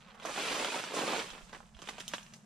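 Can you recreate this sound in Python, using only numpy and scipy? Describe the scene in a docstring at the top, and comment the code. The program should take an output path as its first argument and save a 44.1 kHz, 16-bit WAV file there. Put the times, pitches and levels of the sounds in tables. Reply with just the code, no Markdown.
"""Footsteps on snow and dry leaves

Two slow steps press through thin snow onto dry leaves in a still wood, then the walker shuffles to a halt.
Snow, leaves, ice and cloth are trains of random grains; crust and twigs are single breaks with splinters.
Decaying noise echoes scatter the steps; a faint low drone and a little wind are coloured noise."""
import sys
import numpy as np
from scipy import signal
from scipy.fft import rfft, irfft
from scipy.io import wavfile

SR = 44100
rng = np.random.default_rng(int(sys.argv[2]) if len(sys.argv) > 2 else 0)


def master(y):
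    """Save y as 16-bit WAV."""
    cut = np.clip(np.atleast_2d(y).T, -1, 1)
    pcm = np.round(cut * 32767)  # scale
    wavfile.write(sys.argv[1], SR, pcm.astype(np.int16))


N = 108045
HZ = np.fft.rfftfreq(2048, 1 / SR)  # frequency grid for click spectra

# Foot pressure in the two steps, then the shuffle: time_s, snow_db (before SNOW_TRIM_DB), leaf_db, fizz_db
STEP_LEVELS = [(0, -85, -64, -71), (.08, -78, -62.5, -79), (.185, -87, -70, -80), (.24, -59, -48, -55.5),
               (.26, -44.5, -43.5, -54.5), (.28, -45, -48.5, -50), (.33, -47, -44, -48),
               (.40, -42.5, -38.5, -45), (.54, -40, -38.5, -43), (.63, -38.5, -39.5, -44.5),
               (.68, -42.5, -39.5, -48), (.755, -39, -41, -45.5), (.79, -40, -38, -47),
               (.815, -49, -44, -50), (.89, -48, -45.5, -54.5), (.925, -42, -47.5, -56.5),
               (.945, -40, -43.5, -42), (.985, -35.5, -38.5, -43.5), (1.05, -42, -39.5, -46),
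               (1.13, -37.5, -38.5, -45.5), (1.205, -42, -38, -47.5), (1.23, -44.5, -45, -52),
               (1.30, -58, -53.5, -59.5), (1.375, -54.5, -56, -68), (1.44, -66, -64, -65)]
SHUFFLE_LEVELS = [(1.52, -68, -65, -70), (1.55, -57, -56.5, -60.5), (1.621, -65.5, -69, -71),
                  (1.72, -71, -72.5, -76), (1.78, -67, -67, -71), (1.83, -58.5, -57.5, -64),
                  (1.898, -53.5, -54.5, -55.5), (1.96, -64, -56.5, -68), (2.009, -74, -55.5, -55),
                  (2.05, -62, -60.5, -62.5), (2.12, -63, -53.5, -56.5), (2.169, -56, -53.5, -52.5),
                  (2.24, -83.5, -65, -75), (2.322, -68, -68.5, -72), (2.36, -71, -79, -63.5),
                  (2.45, -70.5, -89, -96)]
# Relative spectra of snow, leaf and ice grains: freq_hz, density_db_per_hz
SNOW_SPECTRUM = [(60, -57), (110, -31), (160, -17), (250, 0), (450, 2.5), (800, 0.5), (1200, -3),
                 (1800, -7), (4000, -33.5)]
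LEAF_SPECTRUM = [(150, -59.5), (600, -7.5), (1200, -3), (1800, -5), (2500, -1.5), (3300, -3.5), (4300, -8),
                 (6000, -17), (12000, -44.5)]
FIZZ_SPECTRUM = [(1000, -34), (3500, -6.5), (5200, -2.5), (6500, -1), (8000, -1.5), (9500, -9.5),
                 (11000, -15), (13000, -24), (15000, -28)]
SNOW_TRIM_DB = -1.5
# Grain rate: nominal at BUSY_DB, doubling every RATE_DOUBLING_DB
BUSY_DB, RATE_DOUBLING_DB, GRAIN_RIPPLE_DB = -39.5, 7.5, 2

# Clothing rustle, relative spectrum: freq_hz, density_db_per_hz
CLOTH_SPECTRUM = [(250, -32), (450, -2), (800, -2), (1300, -1.5), (2000, -9.5), (4000, -21), (10000, -36.5)]
# Clothing rustle, level: time_s, level_db
CLOTH_LEVEL_DB = [(0, -67.5), (.08, -60), (.13, -61), (.22, -56.5), (.4, -62), (1.3, -61.5), (1.45, -67),
                  (1.7, -72), (2.45, -81)]

# Faint far drone, relative spectrum: freq_hz, density_db_per_hz
DRONE_SPECTRUM = [(30, -28), (90, -17.5), (120, -7), (145, -2), (195, 0.5), (230, 0), (270, -28),
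                  (600, -19.5), (2000, -33), (8000, -34.5), (15000, -74)]
# Drone level: time_s, level_db
DRONE_LEVEL_DB = [(0, -62), (1.2, -60), (1.7, -62), (2, -58), (2.45, -59.5)]
# Light wind, relative spectrum: freq_hz, density_db_per_hz
WIND_SPECTRUM = [(10, 0), (35, 9.5), (55, 5), (90, -4.5), (130, -10), (300, -63)]
# Wind level before the side gain: time_s, level_db
WIND_LEVEL_DB = [(0, -71), (.6, -64.5), (.83, -87), (1.05, -66), (1.6, -65), (2.3, -71), (2.4, -78.5)]
# Soft low bumps of air, before the side gain: centre_s, level_db
AIR_PUFFS = [(.19, -72), (.47, -60), (.58, -79), (1.17, -65), (1.33, -58), (1.44, -56), (1.509, -63),
             (1.76, -53), (1.95, -73), (2.1, -74), (2.31, -77)]
WIND_LEFT_GAIN_DB, PUFF_SIGMA_S = -1.5, 0.0088  # right channel gets the opposite gain

# Leaves and twigs snapping: start_s, level_db, bass_db, treble_db, twig_ring_db, splinter_decay_s
SNAP_EVENTS = [(.028, -47, 1, -13, 5, .001), (.083, -32.5, 2, -1, 0, 0.0055),
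               (0.146, -29, 10, 9, -3, 0.011), (.199, -25.5, 2, 2, -6, 0.0037),
               (.255, -16, -7, 7, -13, .006), (0.518, -14, 3, -3, -5, 0.0033),
               (.647, -10, -1, 6, 5.5, 0.0024), (.839, -12.5, 0.5, -6, -7, 0.0016),
               (1.182, -15, 9, 5, -4, 0.0044), (1.195, -15.5, -6, -12, 3, .004),
               (1.303, -20.5, -9, 4, -1, 0.0026), (1.313, -26, -24, -11, 20, 0.0013),
               (1.351, -24, 4, -19, -1, .0008), (1.372, -28, 16, -3, -8, 0.0023),
               (1.495, -31, 9.5, 14, 2.5, 0.0015), (1.529, -18.5, 2, -3, -13, 0.01),
               (1.548, -20, 2, -19, -2, 0.0069), (1.749, -32.5, -29, -20, 4, .001),
               (1.768, -33.5, 1, 2, -4, 0.0018), (1.790, -25, 17, 17, 8, 0.01),
               (1.819, -23, -3, 8, 0, 0.0011), (1.8232, -22, 14.5, 6, -6, 0.00074),
               (1.874, -20, -8, 3, 2, .002), (1.888, -10.5, 5.5, 6.5, -1.5, 0.0049),
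               (1.9823, -17.5, 10, 4, 1, 0.0061), (2, -19, -5, 12, -1, 0.0056),
               (2.005, -16.5, -4.5, 0, -1, 0.0054), (2.080, -12.5, 3, 24, 13, 0.00075),
               (2.1364, -5.5, -3.5, -3.5, -3.5, 0.0078), (2.182, -18.5, -6, -37, 2, 0.0008),
               (2.23, -29, -17, 1, -12, .001), (2.265, -30.5, 0, 0, -6, 0.0013),
               (2.337, -23, -12.5, 1, -13, 0.0071)]
# Snap base spectrum, relative: freq_hz, density_db_per_hz
SNAP_SPECTRUM = [(70, -53.5), (160, 0), (400, 2), (900, 7), (1400, 6), (2400, 3.5), (3300, 9.5),
                 (4400, -3.5), (6200, -3), (8500, -13), (11000, -22), (15000, -33)]
TWIG_HZ, TWIG_HALF_WIDTH_HZ = 3230, 610
# TEAR_DECAY_S: burst decay before whitening; SPLINTER_SIZE: relative to the first break
TEAR_DECAY_S, SPLINTERS_PER_S, SPLINTER_SIZE = 0.00026, 3200, 0.65

# Lumps of crust giving way: start_s, level_db, pitch_hz, crumble_decay_s
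CRUST_EVENTS = [(0.2236, -25.5, 620, 0.0063), (0.2515, -10.5, 650, 0.00092), (.262, -27, 820, 0.0049),
                (.286, -11, 860, 0.018), (0.376, -11, 600, 0.009), (.478, -21.5, 420, .005),
                (.579, -17, 650, 0.0019), (.598, -9.5, 710, 0.01), (0.629, -20, 560, .002),
                (0.646, -8, 735, 0.0038), (.723, -18, 750, 0.00089), (0.744, -11.5, 740, 0.0028),
                (0.758, -11.5, 537, 0.0066), (.798, -16, 534, 0.0017), (.940, -10, 515, 0.0065),
                (.970, -12, 524, 0.007), (.989, -8, 426, 0.0025), (1.034, -11, 550, .004),
                (1.078, -10, 500, 0.0037), (1.082, -13.5, 400, .004), (1.133, -9.5, 625, 0.012),
                (1.212, -16.5, 840, 0.003), (1.379, -26.5, 1100, .001), (1.538, -24, 880, 0.0018),
                (1.604, -26.5, 930, 0.00091)]

# Full weight on the snow: start_s, length_s, level_db
PRESS_EVENTS = [(0.355, 0.3, -50.5), (0.734, 0.058, -54.5), (0.961, .21, -44.5)]
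# Packing snow, relative spectrum: freq_hz, density_db_per_hz
PACKING_SPECTRUM = [(60, -53), (110, -21), (150, -3), (220, 0), (330, -1), (450, 3), (700, -13.5),
                    (2000, -50)]
PRESS_RISE_S, PRESS_DECAY_S = 0.0124, 0.048

# Microphone pair, direct sound: freq_hz, left_minus_right_db
PAIR_BALANCE = [(200, 0.5), (400, 2.6), (750, -2), (1300, -3), (2400, 0), (4400, 1.5), (8300, -4.5),
                (10200, 26.5), (12000, 18)]
# Microphone pair, direct sound: freq_hz, left_lead_rad
PAIR_LEAD = [(250, 0), (780, -.3), (1500, .2), (2300, 0), (4300, .1), (6000, -1.2), (8000, -2.6),
             (10000, 0)]
# Near scatter relative to direct: freq_hz, scatter_db
SCATTER_RATIO = [(100, -30), (200, -45), (350, -12), (800, -4), (1500, -2), (3400, -4), (5000, -2.5),
                 (7000, 1.5), (14000, 12)]
# Colour of the wood's echo, before WOOD_DB: freq_hz, gain_db
WOOD_GAIN = [(150, -14), (400, -18), (900, -2.5), (4000, -5), (12000, 5)]
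# Side of the feet: time_s, left_minus_right_db
FOOT_BALANCE = [(.2, -3), (.45, -1.2), (.8, -2.5), (1.1, -2.4), (1.55, -3.5), (1.9, -3.5), (2.3, -1.5)]
SCATTER_T60_S, WOOD_T60_S, WOOD_DB = 0.07, 0.87, -13
EDGE_HZ = 14500


def amp(db):
    """Decibels to gain."""
    return 10 ** (np.asarray(db) / 20)


def unit(x):
    """Scale to rms 1."""
    return x / np.sqrt(np.mean(x ** 2) + 1e-20)


def read(points, hz):
    """Interpolate a spectrum on a log-frequency axis."""
    f, value = np.transpose(points)
    return np.interp(np.log(hz + 1), np.log(f + 1), value)


def curve(rows, column=1):
    """Interpolate one column of a time table at every sample."""
    rows = np.array(rows)
    return np.interp(np.arange(N) / SR, rows[:, 0], rows[:, column])


def add(mix, start_s, sound):
    """Mix a sound in at a time."""
    part = mix[max(round(start_s * SR), 0):][:len(sound)]
    part += sound[:len(part)]


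def click(spectrum_db, ripple_db, count=70):
    """Minimum-phase click of energy 1: the given spectrum plus random resonances."""
    ripple_points = np.c_[np.linspace(10, 127, count) ** 2, rng.standard_normal(count)]
    spectrum_db = spectrum_db + ripple_db * read(ripple_points, HZ)
    # fold the cepstrum to make the click causal
    cepstrum = irfft(np.log(amp(spectrum_db)))
    cepstrum[1:len(HZ) - 1] *= 2
    cepstrum[len(HZ):] = 0
    wave = irfft(np.exp(rfft(cepstrum)))
    return wave / np.linalg.norm(wave)


def grains(level_db, spectrum, per_s, spread_db, kinds=40):
    """Tiny impulses of random size and colour, denser and louder as the level rises."""
    rate_per_s = per_s * 2 ** ((level_db - BUSY_DB) / RATE_DOUBLING_DB)
    chance = np.minimum(rate_per_s / SR, 1)
    size = unit(amp(spread_db * np.minimum(rng.exponential(1, N), 3.5)))
    hits = rng.choice([-1, 1], N) * (rng.random(N) < chance)
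    train = size * hits / np.sqrt(chance) * amp(level_db)  # level independent of rate
    kind = rng.integers(0, kinds, N)
    out = np.zeros(N)
    for k in range(kinds):
        grain = click(read(spectrum, HZ), GRAIN_RIPPLE_DB)
        out += signal.oaconvolve(train * (kind == k), grain)[:N]
    return out


def fracture(spectrum_db, decay_s, ripple_db, size=4096, runs=4):
    """One short tear and a dying run of splinters; energy 1."""
    t = np.arange(size) / SR
    tear = rfft(rng.standard_normal(size) * np.exp(-t / TEAR_DECAY_S))
    white_tear = irfft(tear / abs(tear))
    out = signal.fftconvolve(white_tear, click(spectrum_db, ripple_db))[:size]
    out *= t < t[-1] / 2  # drop the wrapped-around half
    for _ in range(runs):
        hits = rng.choice([-1, 1], size) * (rng.random(size) < SPLINTERS_PER_S / runs / SR)
        splinters = SPLINTER_SIZE * hits * np.exp(-t / decay_s)
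        out += signal.fftconvolve(splinters, click(spectrum_db, ripple_db))[:size]
    return out / np.linalg.norm(out)


def noise(spectrum, alike):
    """Two channels of coloured noise sharing the power fraction alike."""
    shared, left, right = rng.standard_normal((3, N))
    pair = np.sqrt(alike) * shared + np.sqrt(1 - alike) * np.array([left, right])
    gain = amp(read(spectrum, np.fft.rfftfreq(N, 1 / SR)))
    return unit(irfft(rfft(pair) * gain, N))


def underfoot():
    """Snow crunches, leaves crackle and ice crystals fizz as the boot bears down."""
    rows = list(STEP_LEVELS) + list(SHUFFLE_LEVELS)
    snow = grains(curve(rows, 1) + SNOW_TRIM_DB, SNOW_SPECTRUM, per_s=630, spread_db=2.5)
    leaves = grains(curve(rows, 2), LEAF_SPECTRUM, per_s=2000, spread_db=2.5)
    fizz = grains(curve(rows, 3), FIZZ_SPECTRUM, per_s=28000, spread_db=4)
    return snow + leaves + fizz


def clothing():
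    """Soft rustle of dense grains as the leg swings."""
    return grains(curve(CLOTH_LEVEL_DB), CLOTH_SPECTRUM, per_s=34000, spread_db=4.5, kinds=20)


def drone():
    """Faint low far drone: coloured noise, nearly alike in both channels."""
    return noise(DRONE_SPECTRUM, alike=0.92) * amp(curve(DRONE_LEVEL_DB))


def wind():
    """Light air on the microphone: low noise with a few soft puffs."""
    t = np.arange(N) / SR
    level = amp(curve(WIND_LEVEL_DB))
    for centre_s, level_db in AIR_PUFFS:
        level += amp(level_db) * np.exp(-.5 * ((t - centre_s) / PUFF_SIGMA_S) ** 2)
    side = amp(WIND_LEFT_GAIN_DB * np.array([[1], [-1]]))
    return noise(WIND_SPECTRUM, alike=.3) * level * side


def snaps(bass_corner_hz=1800, treble_corner_hz=4500):
    """Brittle leaves and twigs break; each fracture has its own bass, treble and twig-ring gain."""
    out = np.zeros(N)
    bass = 1 / (1 + (HZ / bass_corner_hz) ** 4)
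    treble = 1 - 1 / (1 + (HZ / treble_corner_hz) ** 4)
    ring = 1 / (1 + ((HZ - TWIG_HZ) / TWIG_HALF_WIDTH_HZ) ** 2)
    for start_s, level_db, bass_db, treble_db, ring_db, decay_s in SNAP_EVENTS:
        tilt_db = bass_db * bass + treble_db * treble + ring_db * ring
        spectrum_db = read(SNAP_SPECTRUM, HZ) + tilt_db
        add(out, start_s, amp(level_db) * fracture(spectrum_db, decay_s, ripple_db=1.5))
    return out


def crust(width_octaves=0.62, snap_db=-24):
    """Dull pops as lumps of crust collapse: a spectral hump over a weak snap spectrum."""
    out = np.zeros(N)
    for start_s, level_db, pitch_hz, decay_s in CRUST_EVENTS:
        hump = np.exp(-.5 * (np.log2((HZ + 1) / pitch_hz) / width_octaves) ** 2)
        spectrum_db = 20 * np.log10(hump + amp(snap_db + read(SNAP_SPECTRUM, HZ)))
        add(out, start_s, amp(level_db) * fracture(spectrum_db, decay_s, ripple_db=4))
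    return out


def packing():
    """Under full weight the snow packs down in deep, dull slips."""
    t = np.arange(N) / SR
    weight = np.zeros(N)
    for start_s, length_s, level_db in PRESS_EVENTS:
        rise = np.clip((t - start_s) / PRESS_RISE_S, 0, 1)
        fall = np.exp(-np.maximum(t - start_s - length_s, 0) / PRESS_DECAY_S)
        weight += amp(level_db) * rise * fall
    weight_db = 20 * np.log10(weight + 1e-6)
    return grains(weight_db, PACKING_SPECTRUM, per_s=1300, spread_db=1.0, kinds=12)


def echoes(x, t60_s, build_s, size=2048):
    """Dying noise reflections, separate per ear; a fresh random tail every half block, crossfaded."""
    t = np.arange(0, t60_s, 1 / SR)[:SR // 2]  # tail at most 0.5 s
    envelope = amp(-60 * t / t60_s) * np.minimum(t / build_s, 1) ** 2
    window = np.sin(np.pi * np.arange(size) / size)
    out, padded = np.zeros((2, N + SR * 2)), np.pad(x, size)
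    for at in range(0, N + size, size // 2):
        tail = rng.standard_normal((2, len(t))) * envelope
        tail /= np.linalg.norm(tail, axis=1, keepdims=True)
        piece = padded[at:at + size] * window
        wet = signal.fftconvolve(piece[None], tail, axes=1)
        out[:, at:at + wet.shape[1]] += wet
    return out[:, size:size + N]


def woodland(x):
    """Direct sound reaches two microphones; ground, body and trunks scatter the rest."""
    hz = np.fft.rfftfreq(N, 1 / SR)
    half = amp(read(PAIR_BALANCE, hz) / 2) * np.exp(.5j * read(PAIR_LEAD, hz))
    direct = rfft(x) * np.array([half, 1 / half])
    scatter = amp(read(SCATTER_RATIO, hz))
    near = scatter * rfft(echoes(x, SCATTER_T60_S, build_s=0.0019))
    wood_gain = amp(WOOD_DB + read(WOOD_GAIN, hz))
    far = wood_gain * rfft(echoes(x, WOOD_T60_S, build_s=0.053, size=16384))
    return irfft((direct + near) / np.sqrt(1 + scatter ** 2) + far, N)


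def scene():
    """Footsteps, a little to the right, over the quiet of the wood."""
    steps = underfoot() + clothing() + snaps() + crust() + packing()
    side = amp(curve(FOOT_BALANCE) * np.array([[.5], [-.5]]))
    return woodland(steps) * side + drone() + wind()


def record(dry):
    """Linear-phase low-pass at the band limit."""
    lowpass = signal.firwin(255, EDGE_HZ, window=("kaiser", 9), fs=SR)
    return signal.oaconvolve(dry, lowpass[None], "same")


dry = scene()
out = record(dry)
master(out)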